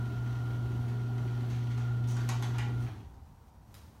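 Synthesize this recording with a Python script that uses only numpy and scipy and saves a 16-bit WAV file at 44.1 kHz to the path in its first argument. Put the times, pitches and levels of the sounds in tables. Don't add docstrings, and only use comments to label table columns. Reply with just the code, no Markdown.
import sys
import numpy as np
from scipy import signal
from scipy.fft import rfft, irfft, next_fast_len
from scipy.io import wavfile
from scipy.ndimage import map_coordinates

SR = 44100
rng = np.random.default_rng(int(sys.argv[2]) if len(sys.argv) > 2 else 0)


def materialize(psi):
    bounded = np.clip(np.atleast_2d(psi).T, -1, 1)
    quanta = np.round(bounded * 32767).astype(np.int16)
    wavfile.write(sys.argv[1], SR, quanta)


N = 176400


def amp(db):
    return 10 ** (np.asarray(db) / 20)


def unit(x):
    return x / np.sqrt(np.mean(x ** 2) + 1e-20)


def along(points, hz):
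    f, v = np.transpose(points)
    return np.interp(np.log(hz + 1), np.log(f + 1), v)


def curves(rows):
    time_s, *columns = np.transpose(rows)
    return [np.interp(np.arange(N) / SR, time_s, column) for column in columns]


def wobble(knots_per_s):
    knots = rng.standard_normal(int(N * knots_per_s / SR) + 4)
    return map_coordinates(knots, [np.arange(N) * knots_per_s / SR])


def random_phase():
    return rng.uniform(0, 2 * np.pi)


def filtered(x, response):
    m = next_fast_len(len(x) + SR // 4)
    return irfft(rfft(x, m) * response(np.fft.rfftfreq(m, 1 / SR)), m)[:len(x)]


def noise(colour, size=N):
    return unit(filtered(rng.standard_normal(size), lambda hz: amp(along(colour, hz))))


def fade(t, t60):
    return amp(-60 * np.maximum(t, 0) / t60)


def add(track, start_s, sound):
    part = track[round(start_s * SR):][:len(sound)]
    part += sound[:len(part)]


# (frequency [Hz], t60 [s])
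GARAGE_T60 = [(150, 0.43), (1000, 0.49), (3000, 0.44), (6000, 0.43), (10000, .26), (16000, 0.14)]
WET_DB = 2


def garage(x, wet_db):
    hz, t, z = signal.stft(rng.standard_normal(SR), SR, nperseg=256)
    decay = amp(-60 * t / along(GARAGE_T60, hz)[:, None])
    tail = signal.istft(z * decay, SR, nperseg=256)[1]
    response = amp(wet_db) * tail / np.linalg.norm(tail)
    response[0] += 1
    return signal.fftconvolve(x, response)[:N] / np.sqrt(1 + amp(wet_db) ** 2)


MAINS_HZ, SHAFT_HZ = 59.96, 29.27
SPEED_WANDER = .0011
HUM_WAVER_DB, OVERTONE_WAVER_DB, GEAR_WAVER_DB = 0.28, 1.7, 1.6
MESH_ORDER, MESH_DB, MESH_SWING_RAD = 48, -55, 0.82
STOP_S, WHINE_STOP_S = 2.862, 2.815
HUM_T60_S, WHINE_T60_S = .12, .2
# (time [s], level [dB])
HUM_LEVEL = [(0, -33), (.1, -35.2), (.23, -33.5), (1.2, -32.5), (1.76, -31.4), (2.16, -29.9), (2.46, -32.5),
             (2.58, -31), (2.8, -33)]
# (multiple of mains rate, level against hum [dB])
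HUM_ORDERS = [(2, 0), (4, -18.5), (6, -29), (8, -35), (10, -41.5)]
# (multiple of shaft rate, level [dB])
GEAR_ORDERS = [(7, -64.5), (10, -61), (13, -69), (14, -64), (33, -67.5), (44, -73.5)]
# (time [s], level against MESH_DB [dB], throb depth once a turn [0-1])
MESH_COURSE = [(0, 2, 0.23), (.6, -1.5, 0.1), (1.1, -3, 0.27), (1.3, -1, 0.33), (1.55, -9, 0.7),
               (1.9, 2, 0.6), (2.1, -3.5, 0.2), (2.8, -1.5, .2)]


def motor():
    t = np.arange(N) / SR
    mains = 2 * np.pi * MAINS_HZ * t + 0.044 * wobble(15)
    hum = np.zeros(N)
    for order, db in HUM_ORDERS:
        waver_db = HUM_WAVER_DB if order == 2 else OVERTONE_WAVER_DB
        hum += amp(db + waver_db * wobble(13)) * np.sin(order * mains + random_phase())

    shaft = 2 * np.pi * np.cumsum(SHAFT_HZ * (1 + SPEED_WANDER * wobble(7.2))) / SR
    gear = np.zeros(N)
    for order, db in GEAR_ORDERS:
        phase = order * shaft + 0.25 * wobble(15) + random_phase()
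        gear += amp(db + GEAR_WAVER_DB * wobble(7.66)) * np.sin(phase)

    mesh_db, throb = curves(MESH_COURSE)
    mesh_gain = amp(MESH_DB + mesh_db + wobble(7.9)) * (1 + throb * np.sin(shaft))
    mesh = mesh_gain * np.sin(MESH_ORDER * shaft + MESH_SWING_RAD * np.sin(shaft))

    hum *= amp(curves(HUM_LEVEL)[0]) * fade(t - STOP_S, HUM_T60_S)
    whine = (gear + mesh) * fade(t - WHINE_STOP_S, WHINE_T60_S)
    return np.sqrt(2) * (hum + whine)


# (time [s], panel rumble [dB], roller noise [dB], rattle [dB])
ROLL_LEVELS = [(0, -48.5, -54.5, -59.5), (1.2, -48, -56, -61), (1.55, -49, -54, -58),
               (1.85, -53, -58.5, -59), (2.02, -49.5, -57, -62.5), (2.25, -49, -51.5, -57.5),
               (2.55, -49.5, -54, -58), (2.76, -48.5, -58, -62), (2.85, -47, -54, -59),
               (3.02, -56, -65.5, -67), (3.25, -72, -75, -97), (3.6, -89, -75, -100)]
# (frequency [Hz], level [dB])
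PANEL_COLOUR = [(110, -7), (150, 0), (200, 3.5), (260, 3), (320, 1), (400, -0.5), (470, -16), (650, -16),
                (1200, -47)]
ROLLER_COLOUR = [(300, -22), (470, -2), (580, -6), (730, 7.5), (900, -2), (1150, -3), (1500, -3.5),
                 (1900, -20), (2600, -28.5)]
RATTLE_COLOUR = [(1000, -47), (1800, 5.5), (2400, 0), (3100, 3.5), (3900, -1.5), (4550, -2), (4950, -9),
                 (5800, -4), (6800, -10), (7700, -12), (9300, -15.5), (10400, -21.5), (11400, -19),
                 (13000, -20), (16000, -11)]
# (time [s], level [dB])
SWAY_LEVEL = [(0, -45), (.5, -48), (.7, -42.5), (.95, -48.5), (1.9, -48.5), (2.4, -48.5), (2.8, -43.5),
              (2.95, -53.5), (3.25, -50), (3.5, -56), (3.7, -51.5), (4, -58)]
# (frequency [Hz], level [dB])
SWAY_COLOUR = [(20, -26), (35, -7), (48, -7.5), (60, 3), (80, -0.5), (100, 1), (125, -7.5), (160, -14),
               (300, -55)]
TICKS_PER_S, TICKS_DB, TICK_T60_S, TICK_SCATTER_DB = 130, -1, 0.024, 4.5


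def door():
    panel_db, roller_db, rattle_db = curves(ROLL_LEVELS)
    chain = np.sin(np.pi * SHAFT_HZ * np.arange(N) / SR)
    panels = amp(panel_db + 2.0 * wobble(12)) * noise(PANEL_COLOUR)
    rollers = amp(roller_db + wobble(10.2) + .5 * chain) * noise(ROLLER_COLOUR)

    strengths = amp(TICK_SCATTER_DB * rng.standard_normal(N))
    contacts = (rng.random(N) < TICKS_PER_S / SR) * strengths
    tick_decay = fade(np.arange(SR // 10) / SR, TICK_T60_S)
    ticks = signal.fftconvolve(contacts, tick_decay)[:N] * noise(RATTLE_COLOUR)
    ticks = amp(TICKS_DB) * unit(garage(ticks, WET_DB))
    rattle = amp(rattle_db + 0.12 * wobble(7)) * unit(noise(RATTLE_COLOUR) + ticks)

    sway = amp(curves(SWAY_LEVEL)[0] + 0.81 * wobble(9.06)) * noise(SWAY_COLOUR)
    return panels + rollers + rattle + sway


SHUDDER_S, SHUDDER_RISE_S = 2.85, .03
# (frequency [Hz], peak level before decay [dB], t60 [s])
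SHUDDER_MODES = [(76.4, -44, 1.6), (102.1, -37, 0.95), (116, -37, .75), (176, -47, 0.55), (271, -53, 0.7),
                 (309, -49, 0.69), (790, -63, 3.2)]


def shudder():
    t = np.maximum(np.arange(N) / SR - SHUDDER_S, 0)
    modes = np.zeros(N)
    for hz, db, t60 in SHUDDER_MODES:
        modes += amp(db) * fade(t, t60) * np.sin(2 * np.pi * hz * t + 0.31 * wobble(14))
    return (1 - np.exp(-t / SHUDDER_RISE_S)) * modes


# (time [s], gain [dB], body [dB], middle [dB], treble [dB],
# noise t60 [s], bright snap against gain [dB])
CLANKS = [(1.277, -58, 4, 2, -7, 0.073, -25), (1.500, -55.5, -5, 5.5, 2, 0.29, -6),
          (1.707, -57, 0, 3, 0, 0.15, -17), (1.776, -55.5, 6, 3.5, 1.5, 0.21, -14),
          (2.167, -49.5, 3, 0, -5, 0.092, -1), (2.205, -44, -11, -12, -9, .08, -24),
          (2.290, -40, 4.5, 2, 1, 0.082, 3.5), (2.424, -41, 3, -1.5, -0.5, 0.094, -6),
          (2.545, -57.5, 13, 7.5, -8, 0.11, -25), (2.5829, -43, 7, 8.5, -1, 0.062, -4),
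          (2.625, -54, 0, 0, -4, 0.08, -25), (2.865, -62.5, 13, 8.5, -7, 0.18, -25),
          (3.141, -65.5, -9, -8, -6, 0.018, -10)]
# (frequency [Hz], level [dB])
CLANK_COLOUR = [(200, -49), (550, -17), (820, 6.5), (1200, 4.5), (1700, 3.5), (2600, -1), (3700, -1.5),
                (4500, -2), (5000, -7), (6400, -3), (7600, -7), (8500, -9), (9300, -16), (11100, -11),
                (13000, -28), (16000, -36)]
# (frequency [Hz], relative level [dB], t60 [s])
STEEL_MODES = [(837, 2, .2), (1124, -2, .3), (1556, -4, 0.12), (1700, -8, .2), (1935, -1.5, 0.15),
               (2416, -4.5, .2), (3210, -9, .15), (3805, -6, 0.17), (4570, -9, .15), (5050, -7, 0.072),
               (6340, -4, .07), (6360, -3, 0.065), (8500, -8, .08), (11400, 0, 0.088)]
# (frequency [Hz], level [dB])
SNAP_COLOUR = [(4000, -23), (6400, 4), (7500, -3), (8500, -6), (9300, -10), (11100, -3), (12800, -22),
               (14000, -14), (16000, -16)]
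STEEL_DB, MODE_SCATTER_DB, ATTACK_S = -6.5, 2.5, .0005
CRACK_DB, CRACK_T60_S = 6.5, 0.0087
CHATTER_S, CHATTER_LOSS_DB = .0075, 4
SNAP_T60_S, SNAP_WET_DB = .04, -4


def steel_ring(t):
    ring = np.zeros(len(t))
    for hz, db, t60 in STEEL_MODES:
        gain = amp(db + rng.normal(0, MODE_SCATTER_DB))
        ring += gain * fade(t, t60) * np.sin(2 * np.pi * hz * t + random_phase())
    return amp(STEEL_DB) * ring / np.std(ring[:SR // 50])


def chatter_envelope(t):
    contacts_s = np.append(0, np.cumsum(CHATTER_S * rng.uniform(0.65, 1.3, size=3)))
    envelope = np.zeros(len(t))
    for k, contact_s in enumerate(contacts_s):
        gain = amp(CRACK_DB - CHATTER_LOSS_DB * k)
        envelope += gain * (t >= contact_s) * fade(t - contact_s, CRACK_T60_S)
    return envelope


def clanks():
    track, t = np.zeros(N), np.arange(SR // 2) / SR
    attack = 1 - np.exp(-t / ATTACK_S)
    for start_s, db, body_db, middle_db, treble_db, t60, snap_db in CLANKS:
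        ring = steel_ring(t) * fade(t, 3 * t60)
        envelope = amp(1) * fade(t, t60) + chatter_envelope(t)
        jolt = attack * (ring + noise(CLANK_COLOUR, size=len(t)) * envelope)
        tone = [(1000, body_db), (1900, middle_db), (2800, middle_db),
                (4200, 0), (6300, treble_db), (11000, treble_db - 4.5)]
        jolt = filtered(jolt, lambda hz: amp(along(tone, hz)))
        add(track, start_s, amp(db) * garage(jolt, WET_DB))
        snap = noise(SNAP_COLOUR, size=len(t)) * fade(t, SNAP_T60_S)
        add(track, start_s, amp(db + snap_db) * garage(snap, SNAP_WET_DB))
    return track


# (time [s], length [s], squeal level [dB], hiss level [dB])
SCUFFS = [(2.074, 0.046, -54.5, -61), (2.12, 0.063, -60, -96), (2.803, 0.036, -68, -66)]
# (frequency [Hz], level [dB])
SQUEAL_COLOUR = [(4000, -10), (5200, -7), (6000, -1), (7000, -5), (7800, -10), (9300, -21), (10500, -31)]
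HISS_COLOUR = [(6000, -25), (9000, 4.5), (11000, -5), (14000, -3), (15200, 3), (16000, -3)]
# (time [s], level [dB])
CREAKS = [(2.167, -43), (2.206, -44)]
# (frequency [Hz], level [dB])
CREAK_COLOUR = [(1150, -35), (1420, 4), (1540, 3), (1620, -5), (1850, -52)]
SCUFF_RELEASE_T60_S, CREAK_T60_S = 0.066, 0.068


def friction():
    track, t = np.zeros(N), np.arange(SR // 2) / SR
    for start_s, length_s, squeal_db, hiss_db in SCUFFS:
        squeal = amp(squeal_db) * noise(SQUEAL_COLOUR, size=len(t))
        hiss = amp(hiss_db) * noise(HISS_COLOUR, size=len(t))
        add(track, start_s, (squeal + hiss) * fade(t - length_s, SCUFF_RELEASE_T60_S))
    for start_s, db in CREAKS:
        add(track, start_s, amp(db) * noise(CREAK_COLOUR, size=len(t)) * fade(t, CREAK_T60_S))
    return garage(track * amp(1.8 * wobble(250)), wet_db=-1.5)


# (time [s], level [dB], t60 [s])
CLICKS = [(3.7424, -44, 0.016), (3.751, -49.5, 0.026), (3.768, -57.5, 0.083), (3.781, -58, 0.066),
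          (3.814, -62, 0.11)]
# (frequency [Hz], level [dB])
CLICK_COLOUR = [(300, -20), (1200, 3.5), (2200, -4.5), (4000, -2.5), (5600, -1.5), (7500, -6.5),
                (10500, -4), (13000, -8), (16000, -5)]
CLICK_WET_DB = 1


def clicks():
    track, t = np.zeros(N), np.arange(SR // 4) / SR
    for start_s, db, t60 in CLICKS:
        burst = noise(CLICK_COLOUR, size=len(t)) * fade(t, t60)
        add(track, start_s, amp(db) * garage(burst, CLICK_WET_DB))
    return track


# (time [s], level [dB])
HANDLING_LEVEL = [(3.66, -69), (3.72, -63), (3.85, -62.5), (4, -64)]
# (frequency [Hz], level [dB])
HANDLING_COLOUR = [(60, -19), (210, 3.5), (330, -7), (600, -12), (1200, -17), (2500, -24), (6000, -25),
                   (12000, -31), (16000, -22)]


def handling():
    return amp(curves(HANDLING_LEVEL)[0] + 1.7 * wobble(29)) * noise(HANDLING_COLOUR)


# (frequency [Hz], level [dB])
AIR_COLOUR = [(60, -15), (130, -1.5), (215, -0.5), (355, -12), (430, -13), (552, -11.5), (630, -13.5),
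              (780, -14), (920, -5), (1050, -13), (1500, -21), (2080, -26), (2350, -28.5), (5600, -33),
              (7500, -34), (12000, -40), (15800, -32)]
# (frequency [Hz], level [dB])
AIR_TONES = [(463, -88), (748, -80.5), (926, -82), (5749, -91.5), (11509, -93)]
AIR_DB = -63


def air():
    t = np.arange(N) / SR
    tones = np.zeros(N)
    for hz, db in AIR_TONES:
        tones += amp(db + 2 * wobble(3.86)) * np.sin(2 * np.pi * hz * t + wobble(18))
    return amp(AIR_DB) * noise(AIR_COLOUR) + np.sqrt(2) * tones


def scene():
    mechanism = motor() + door() + shudder() + clanks() + friction()
    return (mechanism + clicks() + handling() + air())[None]


# (frequency [Hz], gain [dB])
MIC_RESPONSE = [(20, -3), (35, -0.5), (7000, 0), (7600, -2), (8500, 0.5), (9700, 0), (10450, -2),
                (11200, 1), (12500, 1), (16000, -6.5)]
TOP_HZ = 15850


def record(dry):
    def response(hz):
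        return amp(along(MIC_RESPONSE, hz)) * (hz < TOP_HZ)
    return np.array([filtered(channel, response) for channel in dry])


dry = scene()
out = record(dry)
materialize(out)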